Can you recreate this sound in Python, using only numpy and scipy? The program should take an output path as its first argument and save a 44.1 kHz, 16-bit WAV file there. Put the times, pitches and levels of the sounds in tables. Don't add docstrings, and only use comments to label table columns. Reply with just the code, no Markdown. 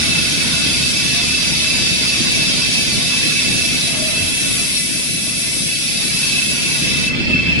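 import sys
import numpy as np
from scipy import signal
from scipy.fft import rfft, irfft, next_fast_len
from scipy.io import wavfile
from scipy.ndimage import uniform_filter1d, map_coordinates

SR = 44100
rng = np.random.default_rng(int(sys.argv[2]) if len(sys.argv) > 2 else 0)


def materialize(psi):
    bounded = np.clip(np.atleast_2d(psi).T, -1, 1)
    quanta = np.round(bounded * 32767).astype(np.int16)
    wavfile.write(sys.argv[1], SR, quanta)


N = 335160
TIME = np.arange(N) / SR
TOP_HZ = 11150


def amp(db):
    return 10 ** (np.asarray(db) / 20)

def unit(x):
    return x / np.sqrt(np.mean(x ** 2) + 1e-20)

def curves(rows):
    times, *columns = np.transpose(rows)
    return [np.interp(TIME, times, column) for column in columns]

def wobble(rate):
    knots = rng.standard_normal(1024)
    coarse = np.arange(0, N + 64, 64)
    return np.interp(np.arange(N), coarse, map_coordinates(knots, [coarse * rate / SR], mode="wrap"))

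def cycle(hz):
    return 2 * np.pi * np.cumsum(hz) / SR

def noise():
    return rng.standard_normal((2, N))

def filtered(x, response):
    size = next_fast_len(N + 8192)
    return irfft(rfft(x, size) * response(np.fft.rfftfreq(size, 1 / SR)), size)[..., :N]

def ring(modes):
    def peak(f, hz, width, db):
        return amp(db) * np.sqrt(SR / (np.pi * width)) / (1 + ((f - hz) / width) ** 2)
    return filtered(noise(), lambda f: np.sqrt(sum(peak(f, *mode) ** 2 for mode in modes)))

def patched(x, gain, patch_hz, patch_s):
    frames = dict(fs=SR, nperseg=2048, noverlap=1366)
    hz, t, spectra = signal.stft(x.astype(np.float32), **frames)
    heard = hz < TOP_HZ + 300
    where = np.meshgrid(hz[heard] / patch_hz, t / patch_s, indexing="ij")
    field = map_coordinates(rng.standard_normal((512, 128)), where, mode="wrap")
    shaped = spectra[..., heard, :] * gain(field).astype(np.float32)
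    return signal.istft(shaped, nfft=2048, **frames)[1][..., :N]

def combed(x, depth_db, patch_hz, patch_s):
    def gain(field):
        contrast = field - uniform_filter1d(field, size=11, axis=0)
        power = amp(2 * depth_db * np.tanh(contrast))
        return np.sqrt(power / uniform_filter1d(power, size=17, axis=0))
    return patched(x, gain, patch_hz, patch_s)

def engaged(fade_s, cut_end_s=7.09):
    return .5 - .5 * np.tanh((TIME - cut_end_s) / fade_s)

def freed(start_s=6.9, end_s=7.03):
    return np.clip((TIME - start_s) / (end_s - start_s), 0, 1)

# time in seconds, level in dB.
MACHINE_LEVEL = [(0, -0.5), (2.3, -0.7), (3.4, -1), (4.4, -3), (5.1, -7.5), (5.7, -7), (6.35, -4),
                 (6.75, -3), (6.95, 1.5), (7.3, 4), (7.6, 4.5)]
def follow(db, share):
    return amp(db + share * curves(MACHINE_LEVEL)[0])

# frequency in Hz, bandwidth in Hz, lift in dB.
HOUSING_MODES = [(1459, 108, 4.0), (1721, 107, 3.9), (2030, 46, 3.7), (2282, 62, 4.8), (2418, 137, 4.4),
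                 (2934, 121, 4.3), (3247, 170, 4.8), (3475, 170, 5.8), (3695, 150, 4.5), (3960, 166, 4.0),
                 (4080, 120, 3.2), (4280, 80, -3), (4470, 99, 3.2), (4595, 150, 4.0), (4750, 80, -3),
                 (4900, 170, 4.6), (5080, 100, 4.6), (5406, 170, 1.8), (5581, 170, 2.3), (5979, 35, 3.7),
                 (6085, 167, 4.3), (6283, 35, 2.5), (6580, 170, 4.2), (7072, 46, 2.2), (7660, 170, 2.1),
                 (8237, 131, 2.5)]
def housed(x, spectrum):
    knots_hz, level_db = np.transpose(spectrum)
    grid = np.arange(1, SR / 2, 2)
    source_db = np.interp(np.log(grid), np.log(knots_hz), level_db)
    peaks_db = sum(db / (1 + (2 * (grid - hz) / width) ** 2) for hz, width, db in HOUSING_MODES)
    return unit(filtered(x, lambda f: np.interp(f, grid, amp(source_db + peaks_db))))

# frequency in Hz, relative density in dB.
FRAME_SPECTRUM = [(10, -31), (24, -12), (45, -13), (90, -8.5), (145, 0), (200, -2), (255, -2), (290, -6.5),
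                  (320, -5.5), (370, -12), (490, -15.5), (680, -18), (800, -30.5), (1600, -39)]
def frame_rumble(shaft, pulley_hz=41.62, turns_per_lap=4, thump_db=3):
    pulley = cycle(pulley_hz + .5 * wobble(3.09))
    throb = 1 + 0.073 * np.cos(shaft) + 0.037 * np.cos(pulley) + 0.099 * np.cos(2 * pulley)
    thump = np.exp(4.5 * (np.cos(pulley / turns_per_lap) - 1))
    shudder = amp(thump_db * thump + 1.5 * wobble(16))
    return follow(-24.5, share=0.57) * unit(housed(noise(), FRAME_SPECTRUM) * throb * shudder)

# frequency in Hz, relative level in dB.
HUM_LINES = [(71, -51.5), (74.3, -37.5), (148.6, -49), (167, -44.5), (252, -37.5)]
def drive_hum():
    def line(hz, db):
        strength = np.sqrt(2) * amp(db + 1.3 * wobble(3.46))
        return strength * np.sin(cycle(hz * (1 + 0.00977 * wobble(7))))
    ears = np.array([sum(line(hz, db) for hz, db in HUM_LINES) for _ in range(2)])
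    return follow(1.5, share=1.56) * ears

# start in seconds, relative level in dB.
BLOWS = [(1.049, -15), (4.948, -21), (5.049, -22), (5.145, -19), (7.342, -8), (7.483, -11), (7.579, -13)]
# frequency in Hz, relative level in dB, seconds to fall 60 dB.
FRAME_MODES = [(165, 1.5, 0.055), (259, -3, .05)]
def knocks(gain_db=4, attack_s=.005):
    t = np.arange(SR // 8) / SR
    modes = sum(amp(db - 60 * t / t60) * np.sin(2 * np.pi * hz * t) for hz, db, t60 in FRAME_MODES)
    thud = (1 - np.exp(-t / attack_s)) * modes
    out = np.zeros(N + SR)
    for start, db in BLOWS:
        out[round(start * SR):][:len(t)] += amp(db + gain_db) * thud
    return out[:N]

# frequency in Hz, relative density in dB.
WASH_SPECTRUM = [(400, -76), (850, -8), (1400, -9), (1850, -7), (2150, -0.5), (2450, -2.5), (3000, -6),
                 (3600, -10), (5500, -7), (5900, -19.5), (8000, -21), (8900, -58), (10500, -25)]
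def machine_wash(patchy_db=8.5, free_db=-4.5):
    flickering = patched(noise(), lambda field: amp(patchy_db * np.tanh(field)),
                         patch_hz=44.95, patch_s=.045)
    level_db = -24.5 + free_db * freed() + 0.96 * wobble(6.6)
    return follow(level_db, share=0.81) * housed(flickering, WASH_SPECTRUM)

# frequency in Hz, half-width in Hz, relative level in dB.
BEARING_MODES = [(5978, 28, -42.5), (6087, 33, -42.5), (9636, 26, -42.5), (10216, 14, -42.5),
                 (10692, 32, -43.5)]
def bearing_rings(idle_gain=0.11):
    return (idle_gain + engaged(fade_s=.03)) * ring(BEARING_MODES)

# time of the peak in seconds, seconds to fall to 1/e,
# frequency in Hz, half-width in Hz, level in dB.
SWELLS = [(.2, .7, 3710, 45, -31), (0.297, 0.65, 1454, 75, -36.5), (.55, .25, 3450, 20, -32),
          (.87, .04, 4630, 40, -24), (1.9, 1.4, 4630, 55, -29), (2.038, .025, 5150, 25, -24),
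          (2.045, .03, 4600, 25, -23), (2.0, 1.2, 3670, 43, -32), (2.492, .025, 5050, 90, -22),
          (4.066, 0.17, 635, 41, -32), (4.2, 0.43, 3230, 53, -32.5), (4.252, .08, 95, 11, -28.5),
          (4.762, 0.024, 3690, 22, -25), (4.763, .028, 4260, 43, -27), (4.776, .04, 5510, 30, -25),
          (5.4, .6, 5450, 100, -33), (6.4, 0.61, 4500, 40, -34), (7.4, 0.33, 3220, 50, -32.5)]
def groans():
    return sum(np.exp(-((TIME - peak_s) / fade_s) ** 2) * ring([mode])
               for peak_s, fade_s, *mode in SWELLS)

# time in seconds, relative level in dB.
BLAST_LEVEL = [(0.1, -31.5), (2.44, -35), (4.6, -27), (6.75, -30), (7.0, -36)]
# frequency in Hz, relative density in dB.
BLAST_SPECTRUM = [(1500, -63), (3500, -40), (5400, -2), (6900, -7), (8000, 2), (9000, 2.5), (10000, 5),
                  (10800, 10.5), (11200, -1)]
def air_blast(gain_db=4.5):
    strength = amp(curves(BLAST_LEVEL)[0] + gain_db + 0.86 * wobble(18))
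    jet = combed(noise(), depth_db=7, patch_hz=47.88, patch_s=.06)
    return engaged(fade_s=0.019) * strength * housed(jet, BLAST_SPECTRUM)

# time in seconds, rasp level in dB.
RASP_LEVEL = [(0, -19), (2.8, -18), (3.87, -19.5), (3.93, -22.5), (4.45, -21.5), (5.2, -24), (5.75, -22),
              (6.35, -19.5), (6.56, -21), (6.8, -20), (7.05, -22)]
# frequency in Hz, relative density in dB.
RASP_SPECTRUM = [(250, -14.5), (550, -10.5), (700, -3.5), (820, -20.5), (1300, -20), (2200, -4),
                 (3000, -3.5), (3600, -0.5), (4500, 1), (5500, 1), (6100, -4), (6900, -6.5), (8500, -9),
                 (11000, -6.5)]
def knife_rasp(shaft):
    bite = 1 + 0.025 * np.cos(shaft / 2) + 0.064 * np.cos(shaft)
    shimmer = combed(noise(), depth_db=14, patch_hz=50, patch_s=.07)
    strength = amp(curves(RASP_LEVEL)[0] + 0.13 * wobble(9))
    echoed = combed(shimmer, depth_db=4, patch_hz=55, patch_s=.9)
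    return engaged(fade_s=0.037) * strength * bite * housed(echoed, RASP_SPECTRUM)

# frequency in Hz, half-width in Hz, relative level in dB.
SPINDLE_MODES = [(2054, 8.8, -43), (2330, 9, -42.5), (3170, 10, -43), (3460, 9.3, -43), (4250, 4.7, -43),
                 (4430, 7.7, -45)]
def spindle_overtones(loaded_db=-2.5, free_db=5.5):
    return amp(loaded_db + (free_db - loaded_db) * freed()) * ring(SPINDLE_MODES)

# time in seconds, level in dB, lower spindle against the upper in dB.
WHINE_LEVELS = [(0, -27, -6), (.2, -25, -7), (.65, -25.5, -5), (1.25, -26, -6), (1.55, -26.5, -3),
                (2.15, -24, -6), (2.45, -22, -8), (2.57, -28, -6), (2.77, -22.5, -6), (2.9, -28, -6),
                (3.05, -26.5, -18), (3.45, -23, -7), (3.68, -26.5, -7), (3.92, -30, -12),
                (4.12, -24.5, -13), (4.55, -28.5, -10), (5.2, -29, -7), (5.6, -31, -7), (6.12, -28, 1),
                (6.33, -24, -1), (6.7, -25.5, -1), (7.09, -22, -2), (7.18, -26.5, -3), (7.33, -16.5, -4),
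                (7.43, -21, -4), (7.51, -17, -4), (7.6, -18.5, -4)]
def spindle_whine(shaft, upper_hz=2633.5, beat_hz=30.8, free_rise_hz=11.8, flutter_db=1.76):
    level_db, lower_db = curves(WHINE_LEVELS)
    strain = 1 - 0.25 * freed()
    rise_hz = free_rise_hz * (1 - engaged(fade_s=0.19))
    upper = cycle(upper_hz + rise_hz + 2.82 * wobble(2) + 2.48 * wobble(14))
    beat = cycle(beat_hz + wobble(12))
    pair = np.exp(1j * upper) * (1 + amp(lower_db) * np.exp(-1j * beat))
    pair /= np.sqrt(1 + amp(2 * lower_db))
    scatter = 1 + 0.51 * strain * np.array([wobble(85) + 1j * wobble(85) for _ in range(2)])
    wander = np.exp(1j * np.array([[1], [-1]]) * wobble(6))
    chatter = 1 + 0.13 * strain * np.cos(shaft)
    grain = amp(flutter_db * wobble(15))
    tone = unit((pair * scatter * wander).real * chatter * grain)
    skirt = ring([(2623, 47, -3.5)])
    return amp(level_db) * (tone + strain * skirt)

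# time in seconds, gain before flicker in dB.
MIDDLE_DIP = [(0, -0.5), (2.8, -0.5), (3.4, -1.5), (4.05, 0.5), (4.6, -2.5), (4.98, -4.5), (5.33, -0.5),
              (5.68, -3), (5.8, -7), (5.92, -1.5), (6.3, -1.5), (6.9, -1.5)]
def hollowed(x, centre_hz=1030, half_width_hz=330, flicker=1.2):
    dip_db = curves(MIDDLE_DIP)[0] * np.maximum(1 + flicker * wobble(22), 0)
    middle = filtered(x, lambda f: np.exp(-((f - centre_hz) / half_width_hz) ** 4))
    return x + (amp(dip_db) - 1) * middle

# frequency in Hz, left over right in dB.
BALANCE = [(100, -0.5), (600, -0.1), (1200, -2.5), (2600, -1.5), (3600, -0.5), (6000, -1), (7500, 1.5),
           (8500, 2.5), (10800, 5.5)]
def placed(x):
    knots_hz, lean_db = np.transpose(BALANCE)
    def ear_gains(f):
        difference_db = np.interp(np.log(f + 1), np.log(knots_hz), lean_db)
        return amp(np.outer([.5, -.5], difference_db))
    return filtered(x, ear_gains)

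def scene():
    shaft = cycle(hz=74 + .12 * wobble(5))
    drive = frame_rumble(shaft) + drive_hum() + knocks()
    cutting = machine_wash() + knife_rasp(shaft) + air_blast() + bearing_rings() + groans()
    spindles = spindle_whine(shaft) + spindle_overtones()
    return placed(hollowed(drive + cutting + spindles))

def record(dry):
    return filtered(dry, lambda hz: .5 - .5 * np.tanh((hz - TOP_HZ) / 50))


dry = scene()
out = record(dry)
materialize(out)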